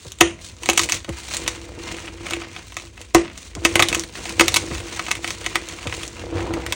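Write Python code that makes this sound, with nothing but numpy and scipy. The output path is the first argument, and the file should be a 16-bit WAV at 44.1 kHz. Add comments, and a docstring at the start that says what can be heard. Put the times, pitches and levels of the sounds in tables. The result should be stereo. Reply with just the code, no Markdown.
"""A small, dead space, with a stereo microphone close to a heap of chalk powder.
Two hands snap dry blocks and crumble the pieces: sharp cracks stand over a gritty crunch of tiny
fractures. Lumps thud into the powder, and at the end a hand rakes through the heap.
The space answers with one strong low ring, and the hardest snaps overload the microphone."""
import sys
import numpy as np
from scipy import signal
from scipy.io import wavfile
from scipy.ndimage import uniform_filter1d

SR = 44100
rng = np.random.default_rng(int(sys.argv[2]) if len(sys.argv) > 2 else 0)


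def store_wav(level_fs):
    """Save 16-bit WAV to argv[1]."""
    pcm = np.round(np.clip(np.atleast_2d(level_fs), -1, 1) * 32767)
    wavfile.write(sys.argv[1], SR, pcm.T.astype(np.int16))


N = 297665  # sources are mid-side pairs; table levels are relative, ahead of each layer's gain

# The loudest cracks, close to the microphone: start_s, snap_db, knock_db
CRACKS = [(0.12, -16, -49), (0.1876, -24, -57), (0.2096, 8.5, -1), (0.634, -16, -30), (0.659, -11, -25),
          (0.6891, -4, -14.5), (0.6989, 3.5, -35), (0.7336, -8, -51), (0.7766, 4.5, -14),
          (0.7939, 0, -12.5), (0.8154, -7, -40), (0.8348, -9.5, -31), (0.8893, -16, -23.5),
          (0.8965, -5, -27), (0.9218, -3.5, -21), (1.046, -25, -28.5), (1.092, -17, -34.5),
          (1.3415, -28, -36), (1.3687, -7, -51), (1.4634, -26, -28), (1.4781, -2, -18), (1.985, -37, -34),
          (2.0785, -33, -31), (2.2666, -19, -26.5), (2.3085, -12.5, -22.5), (2.3349, -12.5, -20),
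          (2.418, -39, -28), (2.5637, -27.5, -28), (2.722, -27, -37), (2.768, -14, -26.5),
          (2.977, -29, -36.5), (3.015, -20.5, -45), (3.1475, 1.5, -10.5), (3.3777, -20, -50),
          (3.5515, -19, -35), (3.6505, 0.5, -9.5), (3.6554, -6, -20), (3.7559, -2, -10),
          (3.7945, -5.5, -9.5), (3.8, -5, -13), (3.8242, 3.5, -9), (3.8864, -2, -24.5), (3.928, -9, -19),
          (3.9477, -1, -21), (3.9958, -8, -37), (4.0371, -14.5, -35), (4.2558, -24, -26.5),
          (4.294, -12.5, -37), (4.3966, 2.5, -8), (4.4088, 0, -7.5), (4.4816, 0.5, -15.5),
          (4.5425, 3, -18.5), (4.5607, 0, -17.5), (4.567, -0.5, -15), (4.7127, -30, -28.5),
          (4.994, -16.5, -18.5), (5.0653, -24, -28), (5.0843, -19, -24), (5.1095, -16, -20),
          (5.1141, -5.5, -17.5), (5.153, -15.5, -30), (5.2447, -15, -21), (5.2773, -13.5, -22.5),
          (5.3058, -12.5, -22.5), (5.4436, -18, -36), (5.463, -9.5, -16), (5.5561, -4.5, -11.5),
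          (5.6877, -15, -39), (5.8713, -18, -23), (5.9254, -26, -23.5), (6.0332, -16, -30),
          (6.0787, -18, -45), (6.538, -12.5, -28.5), (6.6643, -14, -23.5), (6.724, -6, -18.5)]
# Tone of a snap at close range: frequency_hz, level_db
SNAP_SPECTRUM = [(300, -22), (1200, -10), (2700, -1), (4000, -1), (5000, -4), (6300, 1), (8500, -4),
                 (10000, -10), (12300, -21), (15500, -15)]

def snaps(cracks, spectrum, split_s=.0009, splinter_db=-10, splinter_s=.005, strain_db=-16, strain_s=.002):
    """The chalk crackles under strain, splits and sheds splinters; a thin flake goes in one short tick."""
    out = np.zeros((2, N))
    t = np.arange(-SR // 50, SR // 16) / SR  # the split falls at t = 0
    splinters = grains(per_s=900, spread_db=3, life_s=.0004, bed=.08)
    strain = amp(strain_db) * np.exp(-abs(t) / strain_s)
    shedding = np.where(t < 0, strain, amp(splinter_db) * np.exp(-abs(t) / splinter_s))
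    for start_s, snap_db, knock_db in cracks:
        thickness = np.clip(amp(.3 * (knock_db + 18)), .4, 1.4)  # thicker pieces knock louder
        width_s = thickness * np.where(t < 0, split_s / 4, split_s)
        split = rng.choice([-1., 1.], (2, len(t))) * np.exp(-abs(t) / width_s) / np.sqrt(thickness)
        bits = splinters.take(round(start_s * SR) + np.arange(len(t)), axis=1, mode="wrap")
        add(out, start_s + t[0], amp(snap_db) * (split + thickness * shedding * bits))
    return colour(out, spectrum)


# Tone of the parting halves at close range: frequency_hz, level_db
KNOCK_SPECTRUM = [(100, -15.5), (250, -12), (600, -2.5), (1200, -1), (1550, -3.5), (2100, 3), (2900, -2.5),
                  (3700, -4.5), (6000, -14.5), (11000, -69)]

def knocks(cracks, level_db, life_s, scrape_db, scrape_s):
    """The halves spring apart with a falling knock, slower for big pieces, their rough faces scraping."""
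    out, t = np.zeros((2, N)), np.arange(SR // 20) / SR
    for start_s, _, knock_db in cracks:
        size = np.clip(amp(.233 * (knock_db + 14.5)), .8, 2.2) * rng.uniform(.9, 1.1)
        knock = falling_tone(t, top_hz=3963, end_hz=508, fall_s=.0012 * size)
        knock *= np.exp(-t / (life_s * size))
        scrape = amp(scrape_db) * rng.standard_normal((2, len(t))) * np.exp(-t / scrape_s)
        add(out, start_s, amp(knock_db + level_db) * (np.outer([1, 0], knock) + scrape))
    return colour(out, KNOCK_SPECTRUM)


# Whole blocks breaking in front of the microphone: start_s, thock_db, push_db
BREAKS = [(0.2096, -4, -11), (0.69, -8, -22), (3.148, -1.5, -8), (3.651, -13, -23), (3.756, -14, -23),
          (3.796, -8, -25), (4.3966, -25, -22.5), (4.4088, -10, -24.5)]
# Hollow tone between the palms: frequency_hz, level_db
THOCK_SPECTRUM = [(150, -7), (400, -5), (520, 0.5), (640, 3.5), (800, 4.5), (1100, -1), (2000, -12.5),
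                  (6000, -99)]

def thocks(level_db, life_s):
    """A whole block breaking between the palms adds a hollow thock."""
    out, t = np.zeros((2, N)), np.arange(SR // 12) / SR
    for start_s, thock_db, _ in BREAKS:
        burst = np.exp(-t / life_s) * rng.standard_normal((2, len(t)))
        add(out, start_s, amp(level_db + thock_db) * burst)
    return colour(out, THOCK_SPECTRUM)


def flakes(grit_flow, crumb_flow, per_s=16, snap_db=12, knock_db=2, spread_db=4.5):
    """Flakes crack off at random, as strong as the squeeze that sheds them; rows as in CRACKS."""
    rows = []
    for when, size, thickness in rng.random((round(per_s * N / SR), 3)):
        at = int(when * N)
        snap = 20 * np.log10(grit_flow[at]) + snap_db + spread_db * (2 * size - 1)
        knock = 20 * np.log10(crumb_flow[at]) + knock_db + spread_db * (2 * thickness - 1)
        rows.append((at / SR, snap, knock))
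    return rows


# Squeezes of the hand above the heap: peak_s, half_length_s, grit_db, crumbs_db, heap_db
SQUEEZES = [(0.035, .06, -44, -54, -63), (0.451, 0.05, -41, -60, -51), (0.692, 0.076, -36.5, -41, -39.5),
            (0.813, 0.045, -27, -34, -35), (0.938, 0.036, -28, -30, -36), (1.171, .07, -39.5, -38.5, -53),
            (1.34, 0.067, -31, -34.5, -49), (1.484, 0.15, -40, -36.5, -36), (1.70, 0.11, -59, -56, -37),
            (1.877, 0.1, -41.5, -35.5, -42), (2.015, 0.14, -43.5, -40, -39.5),
            (2.313, 0.11, -41, -35.5, -34.5), (2.44, 0.059, -64, -39, -49),
            (2.561, 0.072, -44.5, -38.5, -48.5), (2.685, 0.07, -47.5, -53, -69),
            (2.809, 0.051, -42, -43.5, -45), (3.003, 0.045, -51, -47.5, -45.5),
            (3.433, 0.066, -41.5, -47.5, -58), (3.713, 0.09, -38.5, -37.5, -30.5),
            (3.917, 0.12, -34.5, -37, -32.5), (4.179, 0.031, -34.5, -33.5, -37.5),
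            (4.27, 0.086, -37, -36.5, -52), (4.473, 0.16, -34.5, -33, -32.5), (4.742, .13, -38, -37, -33),
            (4.963, 0.12, -38.5, -35, -57), (5.113, 0.073, -39.5, -36, -38),
            (5.288, 0.073, -35, -38.5, -39.5), (5.47, 0.14, -42.5, -38.5, -42),
            (5.73, 0.37, -44, -40, -43.5), (5.962, 0.15, -38.5, -39.5, -35.5),
            (6.208, 0.064, -46.5, -39, -33), (6.4, 0.069, -43.5, -36.5, -35), (6.68, 0.17, -46.5, -39, -37)]

def squeezing(layer, touch_db, late_s=0, stretch=1, build_db=9, let_go_db=8, bend=1.55):
    """Flow of grit (layer 0), crumbs (1) or heap unrest (2) as each squeeze builds and lets go."""
    t = np.arange(N // 64 + 2) * 64 / SR
    power = amp(touch_db) ** 2  # fingers never lie quite still on the chalk
    for peak_s, half_length_s, *levels_db in SQUEEZES:
        from_peak = (t - peak_s - late_s) / (half_length_s * stretch)
        drop_db = np.where(from_peak < 0, build_db, let_go_db) * abs(from_peak) ** bend
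        power = power + amp(levels_db[layer] - drop_db) ** 2
    return np.interp(np.arange(N) / SR, t, np.sqrt(power))


def spilling(level_db=-25.5, trickle_s=.079):
    """Flow of crumbs that trickle from a freshly broken block."""
    flow, t = np.zeros(N), np.arange(SR) / SR
    for start_s, thock_db, _ in BREAKS:
        add(flow, start_s, amp(thock_db + level_db) * np.exp(-t / trickle_s))
    return flow


# Bright, fine grit at close range: frequency_hz, level_db
GRIT_SPECTRUM = [(500, -9.5), (2000, -4.5), (3000, 1.5), (4200, 5), (5000, -0.5), (6300, 4.5), (8000, 1),
                 (9800, -4.5), (11700, -47), (15300, -8.5)]
# Duller, coarse crumbs at close range: frequency_hz, level_db
CRUMB_SPECTRUM = [(200, 3.5), (600, -3), (1000, 1.5), (1500, -1), (2100, 3.5), (2800, 2), (3600, -6.5),
                  (6000, -10.5), (12000, -49.5)]

def crumbling(grit_flow, crumb_flow, crumbs_db, clump_db):
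    """Squeezed chalk gives way in uneven spurts of fine grit and coarser crumbs."""
    grit = unit_rms(colour(grains(per_s=420, spread_db=4.5, life_s=.0028, bed=.71), GRIT_SPECTRUM))
    crumbs = unit_rms(colour(grains(per_s=230, spread_db=3, life_s=.0014, bed=1), CRUMB_SPECTRUM))
    spurts = unit_rms(uniform_filter1d(uniform_filter1d(rng.standard_normal(N), size=500), size=300))
    stream = grit * grit_flow + amp(crumbs_db) * crumbs * crumb_flow
    return amp(clump_db * spurts) * stream


# Lumps landing in the powder below the hands: time_s, level_db
THUDS = [(0.055, -29), (0.208, -15.5), (0.683, -26.5), (1.088, -17), (3.149, -18.5), (3.568, -21),
         (4.403, -31), (4.713, -20), (5.86, -17.5)]

def thuds(level_db, swell_s, scuff_db, scuff_s):
    """A lump scuffs the rubble and sinks into the powder: a soft thud that falls in pitch."""
    lumps, scuffs, t = np.zeros((2, N)), np.zeros((2, N)), np.arange(SR // 8) / SR
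    sink, touch = (t / peak_s * np.exp((1 - (t / peak_s) ** 2) / 2) for peak_s in (swell_s, scuff_s))
    thud = sink * falling_tone(t, top_hz=615, end_hz=62, fall_s=.0099)
    for time_s, lump_db in THUDS:
        add(lumps[0], time_s - .006, amp(lump_db + level_db) * thud)
        add(scuffs, time_s - .01, amp(lump_db + scuff_db) * touch * rng.standard_normal((2, len(t))))
    return ringing(lumps + colour(scuffs, HEAP_SPECTRUM), ring_db=-16.5)


# One stroke of the fingers through the nearby heap: time_s, level_db
RAKE_STROKE = [(6.28, -44), (6.36, -33), (6.50, -32), (6.58, -33), (6.68, -43), (6.74, -50)]

def rake_stroke():
    """Strength of the stroke as the fingers dig in and ease off."""
    t = np.arange(N) / SR
    time_s, level_db = np.transpose(RAKE_STROKE)
    return amp(np.interp(t, time_s, level_db)) * (t > time_s[0])


# Tone of loose rubble on the heap: frequency_hz, level_db
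RUBBLE_SPECTRUM = [(150, -11.5), (330, -9), (800, 8.5), (1400, -10), (2400, -10), (4000, -14), (9000, -58)]

def rake(stroke, level_db):
    """Loose pieces tumble over one another under the fingers."""
    rubble = unit_rms(colour(grains(per_s=760, spread_db=1.5, life_s=.003, bed=.28), RUBBLE_SPECTRUM))
    return ringing(amp(level_db) * stroke * rubble, ring_db=-3)


# Muffled tone of the powder heap: frequency_hz, level_db
HEAP_SPECTRUM = [(60, -6.5), (130, -1.5), (220, -9.5), (350, 1.5), (500, 5.5), (800, -5.5), (1400, -11.5),
                 (3000, -34), (9000, -65)]

def heap(unrest, level_db):
    """Fingers and falling crumbs shift the heap: dull bumps that keep the low ring alive."""
    bumps = colour(grains(per_s=180, spread_db=5.5, life_s=.0007, bed=.33), HEAP_SPECTRUM)
    return amp(level_db) * unit_rms(ringing(bumps, ring_db=-11.5)) * unrest


def booms(break_db, crack_db, delay_s):
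    """A breaking block pushes enough air to set the space ringing; other cracks only nudge it."""
    pushes = np.zeros((2, N))
    for events, gain_db in (BREAKS, break_db), (CRACKS, crack_db):
        for start_s, _, push_db in events:
            add(pushes, start_s + delay_s, amp(gain_db + push_db) * np.array([[1], [0]]))
    return convolve(pushes, ring_response())


# Resonances of the space around the heap: pitch_hz, level_db, t60_s
SPACE_MODES = [(338.5, 8.5, 0.21), (383, -4, 0.2), (491, -6, 0.17), (533, -9, 0.064), (647, -27, 0.51),
               (782, -25.5, 0.26), (966, -20, .15), (1192, -18.5, 0.27), (1840, -7, 0.13),
               (2050, -5, 0.073)]

def ring_response():
    """The modes of the space as dying sines, with energy 1."""
    t = np.arange(SR // 3) / SR
    ring = sum(amp(db - 60 * t / t60_s) * np.sin(2 * np.pi * hz * t) for hz, db, t60_s in SPACE_MODES)
    return ring / np.linalg.norm(ring)


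def ringing(x, ring_db):
    """A sound plus the ring of the space, heard dead centre."""
    return x + amp(ring_db) * convolve(x, ring_response()) * [[1], [0]]


# Decay of the space around the microphone: frequency_hz, t60_s
ROOM_DECAY = [(200, 1), (600, 0.21), (1400, 0.2), (2700, 0.23), (5000, 0.2), (9000, 0.27), (12000, 0.01)]

def room(x, early_db, early_s, tail_db, echoes_per_s=6000):
    """Close surfaces throw back a quick cluster of echoes; a short tail follows."""
    t = np.arange(SR // 3) / SR
    echoes = rng.choice([-1., 1.], (2, len(t)))
    echoes *= (rng.random((2, len(t))) < echoes_per_s / SR) * (t > .002)
    early = echoes * np.exp(-t / early_s)
    hz, frame_s, bands = signal.stft(echoes, SR, nperseg=256)
    decay = amp(-60 * frame_s / at_frequency(ROOM_DECAY, hz)[:, None])
    tail = signal.istft(bands * decay, SR, nperseg=256)[1][:, :len(t)]
    early *= amp(early_db) / np.linalg.norm(early[0])
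    tail *= amp(tail_db) / np.linalg.norm(tail[0])
    return convolve(x, early + tail)


# Deep tone of the low rumble, with steady hum lines near 60 and 100 Hz: frequency_hz, level_db
SURFACE_SPECTRUM = [(15, -27), (32, -33), (48, -3.5), (60, 0.5), (75, -7.5), (100, -0.5), (130, -24.5),
                    (220, -19.5), (500, -24.5), (3000, -91)]

def rumble(unrest, level_db, floor_db):
    """The work surface rumbles faintly under the hands, more when the heap shifts."""
    surface = unit_rms(colour(rng.standard_normal((2, N)), SURFACE_SPECTRUM))
    return surface * np.hypot(amp(floor_db), amp(level_db) * unrest)


def grains(per_s, spread_db, life_s, bed):
    """Tiny fractures: random bursts, mostly small, over a bed of rubbing."""
    sizes = amp(spread_db * np.minimum(rng.exponential(1, N), 3.5))
    fractures = sizes * (rng.random(N) < per_s / SR)
    power = signal.lfilter([1], [1, -np.exp(-2 / (life_s * SR))], fractures ** 2)
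    return np.sqrt(power / power.mean() + bed) * rng.standard_normal((2, N))


def falling_tone(t, top_hz, end_hz, fall_s):
    """A sine that drops quickly in pitch and levels out."""
    pitch_hz = end_hz + (top_hz - end_hz) * np.exp(-t / fall_s)
    return np.sin(2 * np.pi * np.cumsum(pitch_hz) / SR)


def colour(x, spectrum, size=4096):
    """Minimum-phase filter with the given spectrum, so that attacks stay sharp."""
    log_gain = np.log(amp(at_frequency(spectrum, abs(np.fft.fftfreq(size, 1 / SR)))))
    response = np.fft.ifft(np.exp(np.conj(signal.hilbert(log_gain)))).real
    return convolve(x, response[:size // 2])


def at_frequency(table, hz):
    """Reads a table along a log-frequency axis."""
    table_hz, values = np.transpose(table)
    return np.interp(np.log(hz + 1), np.log(table_hz + 1), values)


def convolve(x, response):
    """Passes each channel through a response."""
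    return signal.oaconvolve(x, np.atleast_2d(response), axes=1)[:, :N]


def add(mix, start_s, sound):
    """Mixes a sound in at start_s."""
    part = mix[..., max(round(start_s * SR), 0):][..., :sound.shape[-1]]
    part += sound[..., :part.shape[-1]]


def amp(db):
    """Decibels to gain."""
    return 10 ** (np.asarray(db) / 20)


def unit_rms(x):
    """Scales to rms 1."""
    return x / np.sqrt(np.mean(x ** 2) + 1e-20)


# Stereo width at the microphone, narrow in the bass and wide on top: frequency_hz, side_gain_db
STEREO_WIDTH = [(60, -23), (300, -14), (700, -7), (1100, -9), (1850, -14), (2500, -4), (3600, -5),
                (5000, 1), (6000, -6), (8000, 1), (10000, 7), (12500, 11), (15500, 2)]

def scene():
    """Cracks, crunch and low sounds meet at the close microphone, as left and right."""
    grit_flow = squeezing(layer=0, touch_db=-55.5)
    crumb_flow = np.hypot(squeezing(layer=1, touch_db=-55), spilling())
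    stroke = rake_stroke()
    # the heap answers once the crumbs have fallen, and stays restless for longer than the squeeze
    settling = squeezing(layer=2, touch_db=-60.5, late_s=.013, stretch=1.28)
    unrest = np.hypot(settling, amp(7) * stroke)
    flake_cracks = flakes(grit_flow, crumb_flow)
    cracks = snaps(CRACKS, SNAP_SPECTRUM) + snaps(flake_cracks, GRIT_SPECTRUM)
    cracks += knocks(list(CRACKS) + flake_cracks, level_db=9, life_s=.0017, scrape_db=.5, scrape_s=.0034)
    cracks += thocks(level_db=10.5, life_s=.0057)
    cracks += room(cracks, early_db=-9, early_s=.0045, tail_db=-13.5)
    crunch = crumbling(grit_flow, crumb_flow, crumbs_db=-1.5, clump_db=2) + rake(stroke, level_db=-2.5)
    crunch += room(crunch, early_db=-18, early_s=.004, tail_db=-17)
    lows = booms(break_db=31, crack_db=10, delay_s=.002)
    lows += thuds(level_db=-9.5, swell_s=.028, scuff_db=2.5, scuff_s=.014)
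    lows += heap(unrest, level_db=-2.5) + rumble(unrest, level_db=-4, floor_db=-45)
    chalk = cracks + crunch + lows
    mid, side = chalk[0], colour(chalk[1:], STEREO_WIDTH)[0]
    return np.array([mid + side, mid - side])


def limiter(x, knee_db, share, recover_db_per_s):
    """The recorder turns down by a share of the overload just after it, and soon recovers."""
    over_db = np.maximum(20 * np.log10(abs(x).max(0) + 1e-9) - knee_db, 0)
    recovery_db = np.arange(N) * recover_db_per_s / SR
    held_db = np.maximum.accumulate(over_db + recovery_db) - recovery_db
    lagging_db = signal.lfilter([.005], [1, -.995], held_db)  # about 4.5 ms to react
    return x / amp(share * lagging_db)


def record(dry):
    """The microphone cuts deep bass; the hardest snaps outrun the limiter and clip; the top is cut."""
    heard = signal.sosfilt(signal.butter(4, 36, "highpass", fs=SR, output="sos"), dry)
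    clipped = np.clip(limiter(heard, knee_db=7, share=.38, recover_db_per_s=94), -1, 1)
    low_pass = signal.firwin(255, cutoff=16200, window=("kaiser", 9), fs=SR)
    return signal.oaconvolve(clipped, low_pass[None], "same", axes=1)


dry = scene()
out = record(dry)
store_wav(out)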